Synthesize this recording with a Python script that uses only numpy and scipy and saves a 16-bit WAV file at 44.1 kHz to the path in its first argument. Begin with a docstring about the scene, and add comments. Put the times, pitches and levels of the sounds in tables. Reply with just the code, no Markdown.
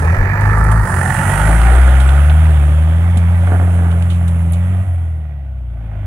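"""Diesel off-roader climbing a dirt bank

A four-cylinder diesel off-roader passes close by and claws up a dirt bank outdoors.
Exhaust tones boom at multiples of the firing rate; coloured noises that flare at each firing make the
drone and clatter, a steady one the low roar, and damped pings the knocks. Fan, tyres and grass hiss, wind
rumbles on the microphone, thrown earth rings the panels, stones and stalks snap. The left of the two ports
is shadowed in the treble.
"""
import sys
import numpy as np
from scipy import signal
from scipy.fft import rfft, irfft, next_fast_len
from scipy.io import wavfile
from scipy.ndimage import uniform_filter1d, map_coordinates

SR = 44100
rng = np.random.default_rng(int(sys.argv[2]) if len(sys.argv) > 2 else 0)


def transcribe(signal):
    """Save signal, clipped to [-1, 1], as a 16-bit WAV file at the path in sys.argv[1]."""
    frames = np.atleast_2d(signal).T
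    limited = np.clip(frames, -1, 1)
    pcm = np.round(limited * 32767).astype(np.int16)
    wavfile.write(sys.argv[1], SR, pcm)


N = 267246
TIME = np.arange(N) / SR  # s


def gain_of(db):
    """Amplitude factor of a level in dB."""
    return 10 ** (np.asarray(db) / 20)


def evened(x):
    """Scale a signal to an rms of 1."""
    return x / np.sqrt(np.mean(x ** 2) + 1e-20)


def read(points, hz):
    """Read a spectrum at the frequencies hz, interpolating along log frequency."""
    f, value = np.transpose(points)
    return np.interp(np.log(hz + 1), np.log(f + 1), value)


def columns(rows):
    """The columns of a time curve, read at every sample."""
    s, *rest = np.transpose(rows)
    return [np.interp(TIME, s, c) for c in rest]


def add(mix, s, sound):
    """Lay a sound into the mix at s seconds, cut at the end."""
    part = mix[:, round(s * SR):][:, :sound.shape[-1]]
    part += sound[..., :part.shape[1]]


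def bursts(rows):
    """Level in dB of the loudest burst at every sample: quick rise, hold, steady fall."""
    rise = 2000  # dB per s
    levels = [db + np.minimum(0, np.minimum(rise * (TIME - s), fall * (s + hold - TIME)))
              for s, hold, db, fall in rows]
    return np.max(levels, 0)


# When each side of the vehicle faces the microphone: side: (from t/s, to t/s)
FACING = {"nose": (-.2, .8), "wing": (-.1, 1.6), "flank": (.85, 2.5), "tail": (4.7, 6.3),
          "underside": (.75, 3.6), "bonnet": (.78, 1.45), "grille": (.8, 1.35), "bumper": (.35, .9),
          "tailpipe": (5.68, 6.3), "rear wheel": (4.5, 5.55)}


def facing(side, s):
    """How fully a side faces the microphone, 0-1, with 0.15 s ramps."""
    start, end = FACING[side]
    return np.clip(np.minimum(s - start, end - s) / .15, 0, 1)


# How much of the vehicle is seen from behind, first less, then ever more: (t/s, share)
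SEEN_FROM_BEHIND = [(0, 0.5), (.8, 0.074), (1.2, 0.54), (2, 0.69), (6.06, 1)]


def rear_share(s):
    """Share of the vehicle seen from behind, 0-1."""
    return np.clip(np.interp(s, *np.transpose(SEEN_FROM_BEHIND)), 0, 1)


# How near and hard-working the engine is: (t/s, body drone level/dB)
NEAR = [(0, -27.5), (.5, -25), (.82, -27), (.92, -26), (1.4, -22.5), (1.75, -24), (2.9, -33.5), (3.6, -33),
        (4.42, -37.5), (4.72, -37), (5.16, -45.5), (5.65, -50.5), (5.85, -44.5), (6.06, -41)]
LOUD_DB = -23  # the drone level that counts as near


def nearness():
    """Drone level in dB above the near level; the other engine layers follow it."""
    return columns(NEAR)[0] - LOUD_DB


# Panels and block ringing while their side faces us, and a band dipped by the ground echo (negative lift):
# (f/Hz, width/Hz, lift/dB, side)
RINGS = [(1188, 45, 9, "bumper"), (2350, 450, 13, "nose"), (2850, 600, 5, "bonnet"),
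         (14800, 3000, 5, "bonnet"), (3300, 700, 5, "underside"), (880, 60, 6, "wing"),
         (1315, 45, 6, "wing"), (6000, 2500, 5, "nose"), (1735, 60, 6, "nose"), (1915, 45, 8, "wing"),
         (762, 45, 6, "flank"), (1455, 60, 5, "flank"), (680, 170, 7, "tail"), (1930, 70, 8, "rear wheel"),
         (1800, 1600, 6, "tailpipe"), (310, 80, 5, "tail"), (1480, 60, 6, "tail"),
         (440, 140, -7, "underside")]


def noise(colour, patchy_db, ring=False, size=1024):
    """Two unrelated noises with drifting patches; the colour turns from front to rear, rings come and go."""
    frames, hz = N * 4 // size + 5, np.fft.rfftfreq(size, 1 / SR)
    a, b, c, d, patches = rng.standard_normal((frames, len(hz), 5)).T
    s, colour = np.arange(frames) * size / 4 / SR, np.array(colour)
    rear = rear_share(s)
    front_db = read(colour[:, :2], hz)[:, None]
    rear_db = read(colour[:, [0, -1]], hz)[:, None]  # the front colour again if there is only one
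    db = front_db * (1 - rear) + rear_db * rear

    # the rings wander slowly at random in pitch and strength
    drift, swell = .005, .25  # shares
    wander = rng.standard_normal((frames, len(RINGS), 2))
    wander = evened(uniform_filter1d(wander, size=16384 // size, axis=0))
    for k, (f, width, lift_db, side) in enumerate(RINGS if ring else []):
        off = (hz[:, None] - f * (1 + drift * wander[:, k, 0])) / (width / 2)
        lift = lift_db * (1 + swell * wander[:, k, 1]) * facing(side, s)
        db = db + lift / (1 + off ** 2)

    shape = gain_of(db) / np.sqrt(np.mean(gain_of(2 * db), 0))  # same power in every frame
    patches = uniform_filter1d(patches, size=9216 // size, axis=1)
    patches = evened(uniform_filter1d(patches, size=size // 100, axis=0))
    z = np.array([a + 1j * b, c + 1j * d]) * shape * gain_of(patchy_db * patches)
    return evened(signal.istft(z, nperseg=size, noverlap=size * 3 // 4)[1][:, :N])


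# Gusts: (t/s, hold/s, level/dB, fall/dB per s)
GUSTS = [(-.1, 0.071, -18, 38), (1.45, 0.96, -33.5, 102)]
# Colour of the wind: (f/Hz, level/dB per Hz)
WIND_COLOUR = [(2, 0.5), (20, -10.5), (32, 14), (45, -29), (300, -98)]


def wind():
    """Wind on the microphone: deep patchy noise, gusting over a steadily calming floor."""
    floor_db, calming = -32, -18  # dB at the start, dB per s
    level_db = np.maximum(bursts(GUSTS), floor_db + calming * TIME)
    return gain_of(level_db) * noise(WIND_COLOUR, 5, size=4096)


# Hiss, rising in steps as the flank comes by: (t/s, level/dB)
HISS = [(0, -43), (.15, -53.5), (.4, -77), (.42, -49.5), (.72, -44), (.84, -44), (.88, -36), (1.3, -31),
        (2, -40), (2.9, -49.5), (3.3, -50.5), (3.55, -46), (4.8, -53), (5.1, -61.5), (5.35, -76),
        (6.06, -71.5)]
# Colour of the hiss: (f/Hz, front level/dB per Hz, rear level/dB per Hz)
HISS_COLOUR = [(2500, -44, -51), (4100, -12.5, -38), (4770, 0.5, -18), (6000, 2.5, -9), (7820, 9.5, -1),
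               (9900, 19, 5.5), (10320, 3, 7.5), (14000, -20.5, -17.5), (15800, -21.5, -21.5)]


def hiss(flare):
    """Fan, tyres and grass: bright noise, slightly pulsed by the firing."""
    return gain_of(columns(HISS)[0]) * noise(HISS_COLOUR, 1.6, ring=True, size=256) * evened(1 + .6 * flare)


# A clod on the underside: (t/s, level before attack and decay/dB, f/Hz, t60/s)
THUMP = (3.165, -15, 205, .11)


def thump():
    """A clod thuds on the underside: one low, quickly damped ring."""
    s, db, hz, t60 = THUMP
    t, out = np.arange(6000) / SR, np.zeros((2, N))
    attack = np.minimum(t / 0.0044, 1)
    add(out[:1], s, attack * gain_of(db - 60 * t / t60) * np.sin(2 * np.pi * hz * t))
    return out


# Throws of earth from the spinning wheel: (t/s, hold/s, level/dB, fall/dB per s)
SPRAY = [(3.172, 0.011, -43, 147), (3.474, .04, -29.5, 203), (3.519, 0.036, -22.5, 298),
         (3.598, 0.044, -28, 198), (3.789, 0.13, -31, 119), (4.211, 0.008, -36, 600),
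         (4.362, 0.005, -39, 600), (3.678, 0.078, -32, 200)]
# Dull modes of the panels: (f/Hz, width/Hz, level/dB)
PANEL = [(270, 120, -4), (430, 160, -3), (690, 110, 0), (1480, 500, 6)]


def spray():
    """The spinning wheel throws clods of all sizes, which ring the damped modes of the panels."""
    t, clods_per_s = np.arange(1500) / SR, 450
    grid = (len(PANEL), 2, N)
    clods = gain_of(3 * rng.standard_normal(grid)) * (rng.random(grid) < clods_per_s / SR)
    starts = np.round(np.array(SPRAY)[:, 0] * SR).astype(int)
    clods[..., starts + 40] = gain_of(10)  # a large clod opens each throw
    rung = 0
    for hits, (hz, width, db) in zip(clods, PANEL):
        mode = np.minimum(t / 0.00093, 1) * np.exp(-np.pi * width * t) * np.sin(2 * np.pi * hz * t)
        rung = rung + signal.oaconvolve(hits, gain_of(db) * mode[None])
    return gain_of(bursts(SPRAY)) * evened(rung[:, :N])


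# Stones and stalks against the body: (t/s, onset level/dB, t60/s, tilt from 3 to 12 kHz/dB)
SNAPS = [(.409, -32.5, 0.021, -6), (.58, -38, 0.055, 6), (.638, -36, 0.072, 9), (0.7142, -30, 0.076, 1),
         (2, -31, 0.14, -19), (2.09, -27, 0.034, -30), (2.297, -26, 0.047, -46), (3.1715, -32, 0.073, -14),
         (3.911, -35.5, 0.058, -33), (4.0232, -27.5, 0.012, -23), (4.1, -36.5, 0.29, -23),
         (4.279, -36.5, 0.08, -8), (4.521, -32, 0.032, 23), (4.532, -35, 0.082, -14)]


def snaps():
    """Stones and stalks snap as short wide noise bursts; fine grit ticks at random."""
    t, out, hz = np.arange(3000) / SR, np.zeros((2, N)), np.linspace(0, SR / 2, 65)
    tail = gain_of(-17 - 60 * t / .12)  # scattered by the ground
    colour = [(700, -54), (3000, 10.5), (5000, -6.5), (9500, 15), (12500, -0.5), (16000, -26)]  # f/Hz, dB
    grit = [(s, db, .01, 0) for s, db in rng.uniform([0, -46], [4.6, -41.25], (60, 2))]
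    for s, db, t60, tilt_db in SNAPS + grit:
        colour_db = read(colour, hz) + tilt_db / 2 * np.log2((hz + 500) / 6000)
        bright = signal.firwin2(65, hz, gain_of(colour_db), fs=SR)
        burst = evened(signal.lfilter(bright, 1, rng.standard_normal((2, len(t)))))
        add(out, s, (gain_of(db - 60 * t / t60) + gain_of(db) * tail) * burst)
    return out


# Short squeaks: (t/s, peak level/dB, f/Hz)
SQUEAKS = [(1.749, -29, 8160), (2.069, -33, 7770)]


def squeaks():
    """Brief high sine tones that swell and fade within about 20 ms."""
    t, out = np.arange(900) / SR, np.zeros((2, N))
    for s, db, hz in SQUEAKS:
        add(out, s, gain_of(db) * np.sin(2 * np.pi * hz * t) * np.hanning(900))
    return out


# Colour of the roar: (f/Hz, level/dB per Hz)
ROAR_COLOUR = [(10, -27.5), (25, -54), (50, 6.5), (120, 8.5), (200, 1.5), (340, -18), (450, -37),
               (16000, -50.5)]


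def roar():
    """Low engine noise, 4 dB weaker when the wing does not face us."""
    level_db = -20 + 0.59 * nearness() - 4 * (1 - facing("wing", TIME))
    return gain_of(level_db) * noise(ROAR_COLOUR, 1.23, size=4096)


# Colour of the drone: (f/Hz, front level/dB per Hz, rear level/dB per Hz)
DRONE_COLOUR = [(150, -49.5, -32.5), (230, -37.5, 10), (348, -3, -1), (490, -5, -3), (545, -7, 3.5),
                (890, -5.5, -2.5), (1188, -2, -20), (1550, -41.5, -36.5)]


def drone(flare):
    """The body drones: midrange noise flaring at each firing."""
    body = noise(DRONE_COLOUR, 1.8, ring=True, size=2048)
    return gain_of(LOUD_DB + nearness()) * body * evened(1 + 1.1 * flare)


# Colour of the clatter: (f/Hz, front level/dB per Hz, rear level/dB per Hz)
CLATTER_COLOUR = [(610, -79, -27), (920, -31, -7), (1210, -2, -3), (1840, 0.5, -8.5), (2164, -17.5, -5.5),
                  (2610, -28, -9.5), (3404, -47, -12.5), (4620, -26, -40), (5550, -34, -64.5)]


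def clatter(flare):
    """The block clatters: brighter noise with the strongest flares."""
    block = noise(CLATTER_COLOUR, 1.3, ring=True, size=2048)
    return gain_of(-23 + 1.246 * nearness()) * block * evened(1 + 1.6 * flare)


# Modes of the block rung by the firing: (f/Hz, width/Hz, level at the near drone level/dB, side)
KNOCKS = [(1780, 100, -24.5, "grille"), (1740, 90, -25, "nose"), (1315, 80, -23, "bumper"),
          (880, 80, -28, "wing"), (1460, 140, -32, "flank"), (700, 130, -29, "tail"),
          (1930, 90, -39, "rear wheel")]


def knocks(beat):
    """Each firing knocks the block, a weaker valve tap follows half a period later; every mode pings."""
    tap_db, second_db, spread_db = -5, -5, 2.5  # valve tap; every second firing is softer; random spread
    lag = .25  # share of a firing period
    beat = beat + 1 - lag
    at = np.flatnonzero(np.diff((2 * beat).astype(int)) > 0)  # every half period
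    t, out = np.arange(1200) / SR, np.zeros((2, N))
    grid = (2, len(KNOCKS), len(at))
    blow_db = tap_db * (beat[at + 1] % 1 >= .5) + second_db * (beat[at + 1] % 2 >= 1)
    sizes = gain_of(blow_db + spread_db * rng.standard_normal(grid))
    signs = rng.choice([-1., 1.], grid)  # random polarity of each blow, so the knocks stay rough
    for k, (hz, width, db, side) in enumerate(KNOCKS):
        blows = np.zeros((2, N))
        blows[:, at] = sizes[:, k] * signs[:, k]
        ping = np.minimum(t / 0.0021, 1) * np.exp(-np.pi * width * t) * np.sin(2 * np.pi * hz * t)
        rung = evened(signal.oaconvolve(blows, ping[None])[:, :N])
        out += gain_of(db + nearness()) * facing(side, TIME) * rung
    return out


# Exhaust: (t/s, firing rate f/Hz, boom level/dB rms, octave level/dB rms), levels before any stumble
EXHAUST = [(0, 37.53, -29, -17.5), (.1, 41, -30, -9), (.36, 50.15, -26, -18.5), (.47, 51.24, -16, -11),
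           (.6, 52.73, -12.5, -16), (.8, 54.37, -11.5, -12.5), (.83, 50.54, -12.5, -18),
           (.88, 44.76, -35, -19.5), (1.05, 44.27, -33, -15), (1.18, 45.17, -32, -24.5),
           (1.28, 47.82, -25, -10.5), (1.35, 49.4, -18.5, -24), (1.48, 53.67, -10, -14.5),
           (1.62, 57.64, -8, -25), (1.81, 64.04, -5, -20.5), (2.03, 65.7, -7.5, -22), (2.44, 80, -7, -19),
           (2.62, 72.7, -9, -21), (3.11, 87.6, -10.5, -24), (3.23, 84.9, -10, -21.5),
           (3.53, 89.5, -10, -25.5), (3.92, 84.86, -11, -20.5), (4.07, 87.32, -12, -23.5),
           (4.49, 83.67, -12.5, -21.5), (4.72, 92.3, -13.5, -26.5), (4.83, 90.65, -12, -27.5),
           (4.88, 88.4, -13.5, -40.5), (5.12, 80.46, -17.5, -35.5), (5.32, 72.9, -23.5, -33.5),
           (5.63, 61.1, -22.5, -37.5), (6.06, 49.3, -25.5, -20.5)]
# Pipe strength at the pitch of multiples 3 and 4: (f/Hz, level/dB rms before nearness and waver)
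PIPE = [(110, -22), (135, -23), (150, -21), (163, -19), (176, -26), (195, -33), (215, -39.5), (300, -45)]


def exhaust(turns, sag):
    """Clean tones at 1, 2, 3, 4 and 1.5 times the firing rate; unequal cylinders make the 1.5."""
    hz, *tones_db = columns(EXHAUST)
    wander = uniform_filter1d(uniform_filter1d(rng.standard_normal(N), size=2500), size=2500)
    wander = evened(wander)
    overtone_db = -0.15 + 0.88 * nearness()
    waver_db = 2.4 * (1.3 - rear_share(TIME))  # more from the front
    for k in (3, 4):
        tones_db.append(overtone_db + read(PIPE, k * hz) + waver_db * np.roll(wander, k * SR))
    late = np.clip((TIME - 5.3) / .04, 0, 1)  # late in the slowing, the uneven tone drops by 3 dB
    tones_db.append(-33 - 3 * late + 2 * wander + 7.5 * facing("nose", TIME))  # louder from the front

    tones = 0
    for k, lag, db in zip((1, 2, 3, 4, 1.5), (0, -.7, 2.4, -1.5, 0), tones_db):
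        tones = tones + gain_of(db) * np.sqrt(2) * np.cos(2 * np.pi * k * turns - lag)
    ground = .6 * np.roll(tones, 130)  # the ground returns the tones weaker and 3 ms late
    return sag * np.array([tones, ground])


# The boom sags and slips out of step: (t/s, slip as a share of a firing period)
STUMBLES = [(0.171, 0.352), (4.849, 0.304)]


def firing():
    """Count of firing periods at every sample, and the gain that sags at each stumble."""
    turns, sag = np.cumsum(columns(EXHAUST)[0]) / SR, 1
    for s, slip in STUMBLES:
        passed = np.clip((TIME - s) / 0.065 + .5, 0, 1)
        turns = turns + slip * passed
        sag = sag * (1 - 0.6 * np.sin(np.pi * passed))
    return turns, sag


def flares(beat):
    """Sharp rise and decay at each firing, by a different amount each time, weaker from behind."""
    strength = gain_of(1.5 * rng.standard_normal(N // 400))[beat.astype(int)]
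    pulses = uniform_filter1d(strength * np.exp(-(beat % 1) / 0.45), size=60)
    return pulses * (1.25 - 0.45 * rear_share(TIME))


def scene():
    """Row 0 is the direct sound, row 1 the sound scattered by ground and grass."""
    turns, sag = firing()
    beat = np.maximum(turns + 0.1701, 0)  # the flare starts just before the pressure peak
    flare = flares(beat)
    surroundings = wind() + hiss(flare) + thump() + spray() + snaps() + squeaks()
    engine = roar() + drone(flare) + clatter(flare) + knocks(beat) + exhaust(turns, sag)
    return surroundings + engine


# Left port against right: (f/Hz, level/dB)
LEFT_DB = [(50, 1.5), (85, 0), (290, .3), (640, -3.5), (1410, -12), (3100, -13), (5500, -3.5), (8500, -24),
           (15000, -24.5)]
# Likeness of the ports: (f/Hz, likeness 0-1)
SAME = [(60, .99), (300, .96), (600, .95), (1200, .86), (2400, .65), (4500, .2), (15000, .1)]
# Delay of the left port: (t/s, lag/ms)
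LEFT_LAG = [(0, -.22), (.7, -.08), (1.7, .07), (3.2, .14), (4.7, .14), (6.06, .06)]


def record(dry):
    """The left port hears duller and, in the treble, mostly scattered sound; soft overload; band limit."""
    size = next_fast_len(N + SR // 10)
    hz = np.fft.rfftfreq(size, 1 / SR)
    moments = np.arange(N) - columns(LEFT_LAG)[0] * SR / 1000
    late = map_coordinates(dry[0], [moments], order=3, mode="nearest")
    direct, delayed, scattered = rfft([dry[0], late, dry[1]], size)
    same, shade = np.clip(read(SAME, hz), 0, 1), gain_of(read(LEFT_DB, hz))
    left = shade * (same * delayed + np.sqrt(1 - same ** 2) * scattered)
    mean_gain = np.sqrt(1 + shade ** 2 + 2 * shade * same) / 2  # levels refer to the mean of both ports
    ports = irfft(np.array([left, direct]) / mean_gain, size)[:, :N]
    ports = ports / (1 + (ports / .95) ** 6) ** (1 / 6)
    band_limit = signal.firwin(511, 15800, window=("kaiser", 9), fs=SR)
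    return signal.oaconvolve(ports, band_limit[None], "same")


dry = scene()
out = record(dry)
transcribe(out)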